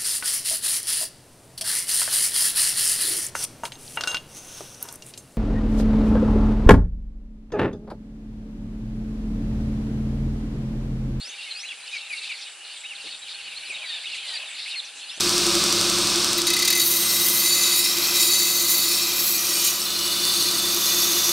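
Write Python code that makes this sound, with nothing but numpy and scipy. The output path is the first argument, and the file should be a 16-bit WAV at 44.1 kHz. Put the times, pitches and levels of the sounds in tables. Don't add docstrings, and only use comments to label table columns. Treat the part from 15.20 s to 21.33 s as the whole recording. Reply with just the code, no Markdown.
import sys
import numpy as np
from scipy import signal
from scipy.fft import rfft, irfft
from scipy.io import wavfile

SR = 44100
rng = np.random.default_rng(int(sys.argv[2]) if len(sys.argv) > 2 else 0)


def wav_out(sig):
    wavfile.write(sys.argv[1], SR, np.round(np.clip(np.atleast_2d(sig).T, -1, 1) * 32767).astype(np.int16))


N = 270288

# (pitch [Hz], width [Hz], level [dB], swing up and down [dB], lobes along the blade, antinode [0-1])
BLADE_TONES = [(1937, 29, -22.5, 6, 3.54, 0.51), (2036, 29, -20.5, 11.5, 0.75, 0.89),
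               (2407, 25, -18, 6.5, 2.6, 0.52), (2575, 22, -19, 4, 1.9, 0.56),
               (2804, 7.4, -24, 4, 4.9, 0.53), (2940, 22, -22.5, 12, 2.15, 0.36),
               (3196, 30, -21, 5.5, 8.1, 0.59), (3544, 21, -14.5, 11.5, 1.36, 0.2),
               (3833, 18, -9, 4.5, 1.02, 0.92), (3918, 92, -16.5, 7, 3.96, 0.64),
               (4164, 27, -12.5, 6, 4.45, 0.53), (4512, 30, -10.5, 4.5, 8.34, 0.535),
               (4676, 35, -13.5, 1, 4.61, 0.6), (5084, 23, -15, 4, 8.6, 0.5),
               (5435, 38, -11.5, 6, 8.02, 0.6), (5830, 13, -13.5, 8.5, 3.57, 0.5),
               (6170, 28, -15.5, 7, 6.9, 0.54), (6563, 110, -11.5, 8, 3.69, 0.5),
               (7050, 67, -20, 12.5, 4.24, 0.65), (7505, 45, -21, 7, 6.0, 0.585),
               (7930, 49.0, -21, 12, 5, 0.54), (8460, 40, -17, 8.5, 12.02, 0.7),
               (8960, 90, -17.5, 6.5, 6, 0.52), (9350, 340, -17, 9.5, 6.2, 0.53),
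               (9430, 120, -18, 7.5, 6.9, 0.49), (9900, 87, -24, 12, 5.7, 0.47),
               (10610, 240, -17, 5.8, 5.96, 0.62), (11350, 48.0, -21, 7, 6.5, 0.57),
               (12050, 130, -15.5, 11.5, 3.37, 0.51), (12600, 320, -16, 10, 6.6, 0.54)]
# (time [s], place [0 tip, 1 heel])
CONTACT_PLACE = [(1.3, .665), (1.55, .672), (1.9, .706), (2.18, .692), (2.33, .66), (2.52, .654),
                 (2.7, .596), (2.87, .576), (3.15, .66), (3.52, .68), (3.75, .611), (3.92, .576),
                 (4.13, .572), (4.22, .464), (4.55, .436), (4.65, .317), (5.3, .29), (5.6, .266)]
def blade_ring(push, ring_db):
    place, = in_time(CONTACT_PLACE)
    settled, = in_time(SETTLED)
    ring = 0
    for hz, width, db, swing_db, lobes, antinode in BLADE_TONES:
        place_db = swing_db * np.cos(2 * np.pi * lobes * (place - antinode))
        knock_db = 4.1 * (1 - settled) * np.log2(4800 / hz)
        strength = push * from_db(ring_db + db + place_db + knock_db)
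        ring = ring + resonance(strength * grit(spread_db=3), hz, width)
    return from_db(0.04) * ring


# (pitch [Hz], relative level [dB])
SCRAPE_COLOUR = [(3000, -35), (3600, -11), (4300, -11), (5000, -20), (6000, -6), (7200, -4), (8200, -11),
                 (9400, -19), (10400, -34), (12000, -10), (15500, -12.5)]
# (pitch [Hz], relative level [dB])
SIZZLE_COLOUR = [(8000, -42), (9500, -13), (10300, -4.5), (11400, 0), (12500, -1), (13400, -6),
                 (14400, 1.5), (15700, -5.5)]
def blade(laps):
    ring_db, scrape_db, sizzle_db = grinding_levels()
    wobble_db = 0.15 * np.sin(6 * np.pi * laps)
    flicker_db = 1.02 * drift(35)
    push, bite = contact() * from_db(wobble_db + flicker_db)
    ring = blade_ring(push, ring_db)
    scrape = from_db(scrape_db) * coloured(grit(spread_db=3.5), SCRAPE_COLOUR)
    sizzle = from_db(sizzle_db + 0.9) * coloured(grit(spread_db=6.5), SIZZLE_COLOUR)
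    return ring + push * scrape + bite * sizzle


def grit(spread_db):
    return rms_one(rng.standard_normal(N) * from_db(spread_db * rng.standard_normal(N)))


GRAZE_S, LANDING_S, TOUCH_S = 1.177, 1.267, .011
FIRST_GAP_S, GAP_RATIO = .0328, .966
# (time [s], steady contact [0-1])
SETTLED = [(1.27, 0.6), (1.3, 0.16), (1.52, 0), (1.62, 0.86), (1.7, 1), (1.77, 0.98)]
def contact():
    t = np.arange(N) / SR
    settled, = in_time(SETTLED)
    bounces = LANDING_S + np.cumsum(FIRST_GAP_S * GAP_RATIO ** np.arange(16))
    # (time [s], push [dB], bite [dB])
    touches = [(GRAZE_S, 11, 26), (LANDING_S, 11, 12)] + [(s, 6, 12) for s in bounces]
    force = settled * (t > LANDING_S)
    for start, push_db, bite_db in touches:
        age = np.clip((t - start) / TOUCH_S, 0, 10)
        pulse = (1 - np.exp(-10 * age)) * np.exp(-age ** 2)
        force = force + (1 - settled) * from_db([[push_db], [bite_db]]) * pulse
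    return force


# (time [s], ring [dB], scrape [dB], sizzle [dB])
LIGHT_GRINDING = [(1.3, -21.5, -38, -41.5), (1.54, -23.5, -37, -36), (1.7, -24, -32, -29),
                  (2.5, -23.5, -32, -31), (2.86, -24.5, -38, -30.5), (3.0, -24, -30, -31.5),
                  (3.45, -27, -28.5, -29), (3.85, -24.5, -31.5, -31.5), (4.15, -27, -34, -30.5),
                  (4.42, -23, -41, -31.5), (4.56, -28.5, -40, -34), (4.72, -28.5, -43, -37),
                  (4.9, -24.5, -48, -34), (5.42, -26.5, -48, -34.5), (5.65, -26, -50, -30.5),
                  (6.13, -27.5, -51, -31)]
# (start [s], end [s], extra ring [dB], rasp [dB])
HAND_PRESSES = [(1.407, 1.624, 3.5, -33), (2.24, 2.726, 3.5, -32), (2.93, 3.285, 4, -30),
                (3.275, 3.857, 1.5, -30), (4.44, 4.508, 4, -32), (5.02, 5.3, 1.5, -38),
                (5.61, 6.203, 2.5, -49)]
# (peak time [s], half length [s], extra sizzle [dB])
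SPARK_SHOWERS = [(1.682, 0.12, 6.5), (2.123, .13, 7.5), (2.585, .04, 8.5), (3.05, .09, 6),
                 (3.547, .09, 4.5), (4.055, 0.098, 8), (4.48, .05, 6.5)]
def grinding_levels():
    t = np.arange(N) / SR
    ring_db, scrape_db, sizzle_db = in_time(LIGHT_GRINDING)
    press_db = sum(db * press(start, end) for start, end, db, _ in HAND_PRESSES)
    spark_db = sum(db * np.exp(-((t - s) / half_s) ** 2) for s, half_s, db in SPARK_SHOWERS)
    return ring_db + press_db, scrape_db + 0.81 * press_db, sizzle_db + spark_db


def press(start, end, attack_s=.016, release_s=.03):
    t = np.arange(N) / SR
    return np.clip(np.minimum((t - start) / attack_s, (end - t) / release_s) + .5, 0, 1)


# (pitch [Hz], width [Hz], level [dB])
RASP_BANDS = [(3920, 290, -4.5), (4400, 250, -2.5)]
def rasp():
    grip = sum(from_db(db) * press(start, end) for start, end, _, db in HAND_PRESSES)
    coarse = 0
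    for hz, width, db in RASP_BANDS:
        band = resonance(grit(spread_db=4.5), hz, width)
        coarse = coarse + from_db(db) * rms_one(resonance(band, hz, width * 2))
    push, _ = contact()
    return grip * push * coarse


# (pitch [Hz], relative level [dB])
BELT_COLOUR = [(240, -31), (400, -15.5), (519, -16.5), (560, -9), (860, -13.5), (1190, -5), (1960, -14),
               (2470, -6), (3210, -6), (3510, -1.5), (5000, 0.5), (7210, -7.5), (8930, -6), (9790, -14.5),
               (15500, -23.5)]
# (pitch [Hz], relative level [dB])
PULLEY_WHINE = [(565, -19.5), (737.5, -23), (995.9, -17), (1179, -14), (1497, -15.5)]
# (time [s], gain [dB])
BELT_VOLUME = [(0, -32.5), (.35, -31.5), (1.12, -33), (1.23, -36), (1.42, -36.5), (1.62, -39.5), (2.0, -37),
               (2.3, -38.5), (2.47, -36.5), (2.63, -40.5), (2.84, -35.5), (3.18, -39.5), (4.05, -38),
               (4.13, -40), (4.33, -38), (4.55, -39.5), (5.05, -37.5), (6.13, -35)]
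def belt(laps):
    volume_db, = in_time(BELT_VOLUME)
    settled, = in_time(SETTLED)
    rush = from_db(12.5) * coloured(belt_surface(laps, repeat_share=0.52), BELT_COLOUR)
    running = rush + from_db(31.5) * joint_ticks(laps)
    hiss = signal.sosfiltfilt(signal.butter(2, 2100, "high", fs=SR, output="sos"), running)
    running = running + hiss * (from_db(-3 * settled) - 1)
    return from_db(volume_db) * (running + tones(PULLEY_WHINE, waver=2.44))


def joint_ticks(laps, rattle_s=0.0013, rattle_db=-16):
    clicks = np.diff(np.floor(laps), prepend=-1) * from_db(1.3 * rng.standard_normal(N))
    t = np.arange(SR // 50) / SR
    slap = from_db(rattle_db) * rng.standard_normal(len(t)) * np.exp(-t / rattle_s)
    slap[0] = 1
    slaps = signal.fftconvolve(clicks, slap)[:N]
    return resonance(resonance(slaps, hz=5200, width=5000), hz=6000, width=5500)


# (time [s], speed [laps per second])
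BELT_SPEED = [(0, 11.56), (1.25, 11.56), (2.5, 11.44), (4.2, 11.46), (4.8, 11.51), (6.13, 11.54)]
def belt_laps(first_tick_s=.0074):
    speed, = in_time(BELT_SPEED)
    return np.cumsum(speed * (1 + .0005 * drift(5))) / SR - first_tick_s * speed[0]


def belt_surface(laps, repeat_share):
    one_lap = rng.standard_normal(round(SR / BELT_SPEED[0][1]))
    repeating = one_lap[(laps % 1 * len(one_lap)).astype(int) % len(one_lap)]
    return np.sqrt(repeat_share) * repeating + np.sqrt(1 - repeat_share) * rng.standard_normal(N)


# (pitch [Hz], relative level [dB])
WHEEL_TONES = [(345.5, -12.5), (355.3, -4)]
# (pitch [Hz], width [Hz], relative level [dB])
HOUSING_BANDS = [(301.4, 39, -12.5), (340.4, 22, -4)]
# (time [s], level [dB])
DRONE_VOLUME = [(0, -29), (1.3, -32.5), (1.7, -38), (2.6, -40), (2.95, -36.5), (3.3, -40), (4.7, -41),
                (5.15, -38), (6.13, -36.5)]
def wheel():
    volume_db, = in_time(DRONE_VOLUME)
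    housing = 0
    for hz, width, db in HOUSING_BANDS:
        band = resonance(rng.standard_normal(N), hz, width)
        housing = housing + from_db(db) * rms_one(resonance(band, hz, width))
    return from_db(volume_db) * rms_one(housing + tones(WHEEL_TONES, waver=0.65))


# (pitch [Hz], relative level [dB])
MOTOR_TONES = [(23.1, -21), (33.6, -17), (46.5, -22), (107.7, -8.5), (164.2, -11.5), (177.3, -8),
               (187.4, -12), (209.9, -3)]
# (pitch [Hz], relative level [dB])
FRAME_COLOUR = [(15, -17), (30, -11), (70, -7.5), (110, -5), (170, -1.5), (250, -2), (420, 0), (600, -14.5),
                (1200, -49)]
# (time [s], gain [dB])
MOTOR_VOLUME = [(0, -37.5), (.75, -37), (1.5, -46), (2.05, -43.5), (2.62, -49), (2.85, -47), (4.65, -49),
                (5.1, -44.5), (6.13, -45.5)]
def motor(laps):
    volume_db, = in_time(MOTOR_VOLUME)
    hum = tones(MOTOR_TONES, waver=0.51)
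    rumble = from_db(-2) * coloured(belt_surface(laps, repeat_share=0.36), FRAME_COLOUR)
    return from_db(volume_db) * (hum + rumble)


def workshop(x, fade_s=.2, echo_db=-12.5):
    t = np.arange(SR // 2) / SR
    tail = rng.standard_normal(len(t)) * from_db(-60 * t / fade_s) * (t > .004)
    return x + from_db(echo_db) * signal.fftconvolve(x, tail / np.linalg.norm(tail))[:N]


def from_db(db):
    return 10 ** (np.asarray(db) / 20)


def rms_one(x):
    return x / np.sqrt(np.mean(x ** 2) + 1e-20)


def in_time(rows):
    times, *columns = np.transpose(rows)
    return [np.interp(np.arange(N) / SR, times, column) for column in columns]


def coloured(x, colour):
    hz, db = np.transpose(colour)
    octave, listed = np.log2(np.fft.rfftfreq(N, 1 / SR) + 1), np.log2(hz)
    outside = np.abs(octave - np.clip(octave, listed[0], listed[-1]))
    gain = from_db(np.interp(octave, listed, db) - 20 * outside)
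    return rms_one(irfft(rfft(x) * gain, N))


def drift(rate):
    hz = np.fft.rfftfreq(N, 1 / SR)
    return rms_one(irfft(rfft(rng.standard_normal(N)) / (1 + (hz / rate) ** 2), N))


def resonance(x, hz, width):
    r = np.exp(-np.pi * width / SR)
    feed = np.sqrt((1 - r * r) / 2) * np.array([1, 0, -1])
    feedback = [1, -2 * r * np.cos(2 * np.pi * hz / SR), r * r]
    return signal.lfilter(feed, feedback, x + 1e-18)


def tones(rows, waver):
    t = np.arange(N) / SR
    return sum(np.sqrt(2) * from_db(db) * np.sin(2 * np.pi * (hz * t + rng.random()) + waver * drift(.99))
               for hz, db in rows)


def scene():
    laps = belt_laps()
    grinder = belt(laps) + wheel() + motor(laps)
    sound = grinder + workshop(blade(laps) + rasp())
    return np.array([sound, sound])


def record(dry, cutoff_hz=15700):
    return signal.sosfilt(signal.ellip(12, .1, 90, cutoff_hz, fs=SR, output="sos"), dry)


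dry = scene()
out = record(dry)
wav_out(out)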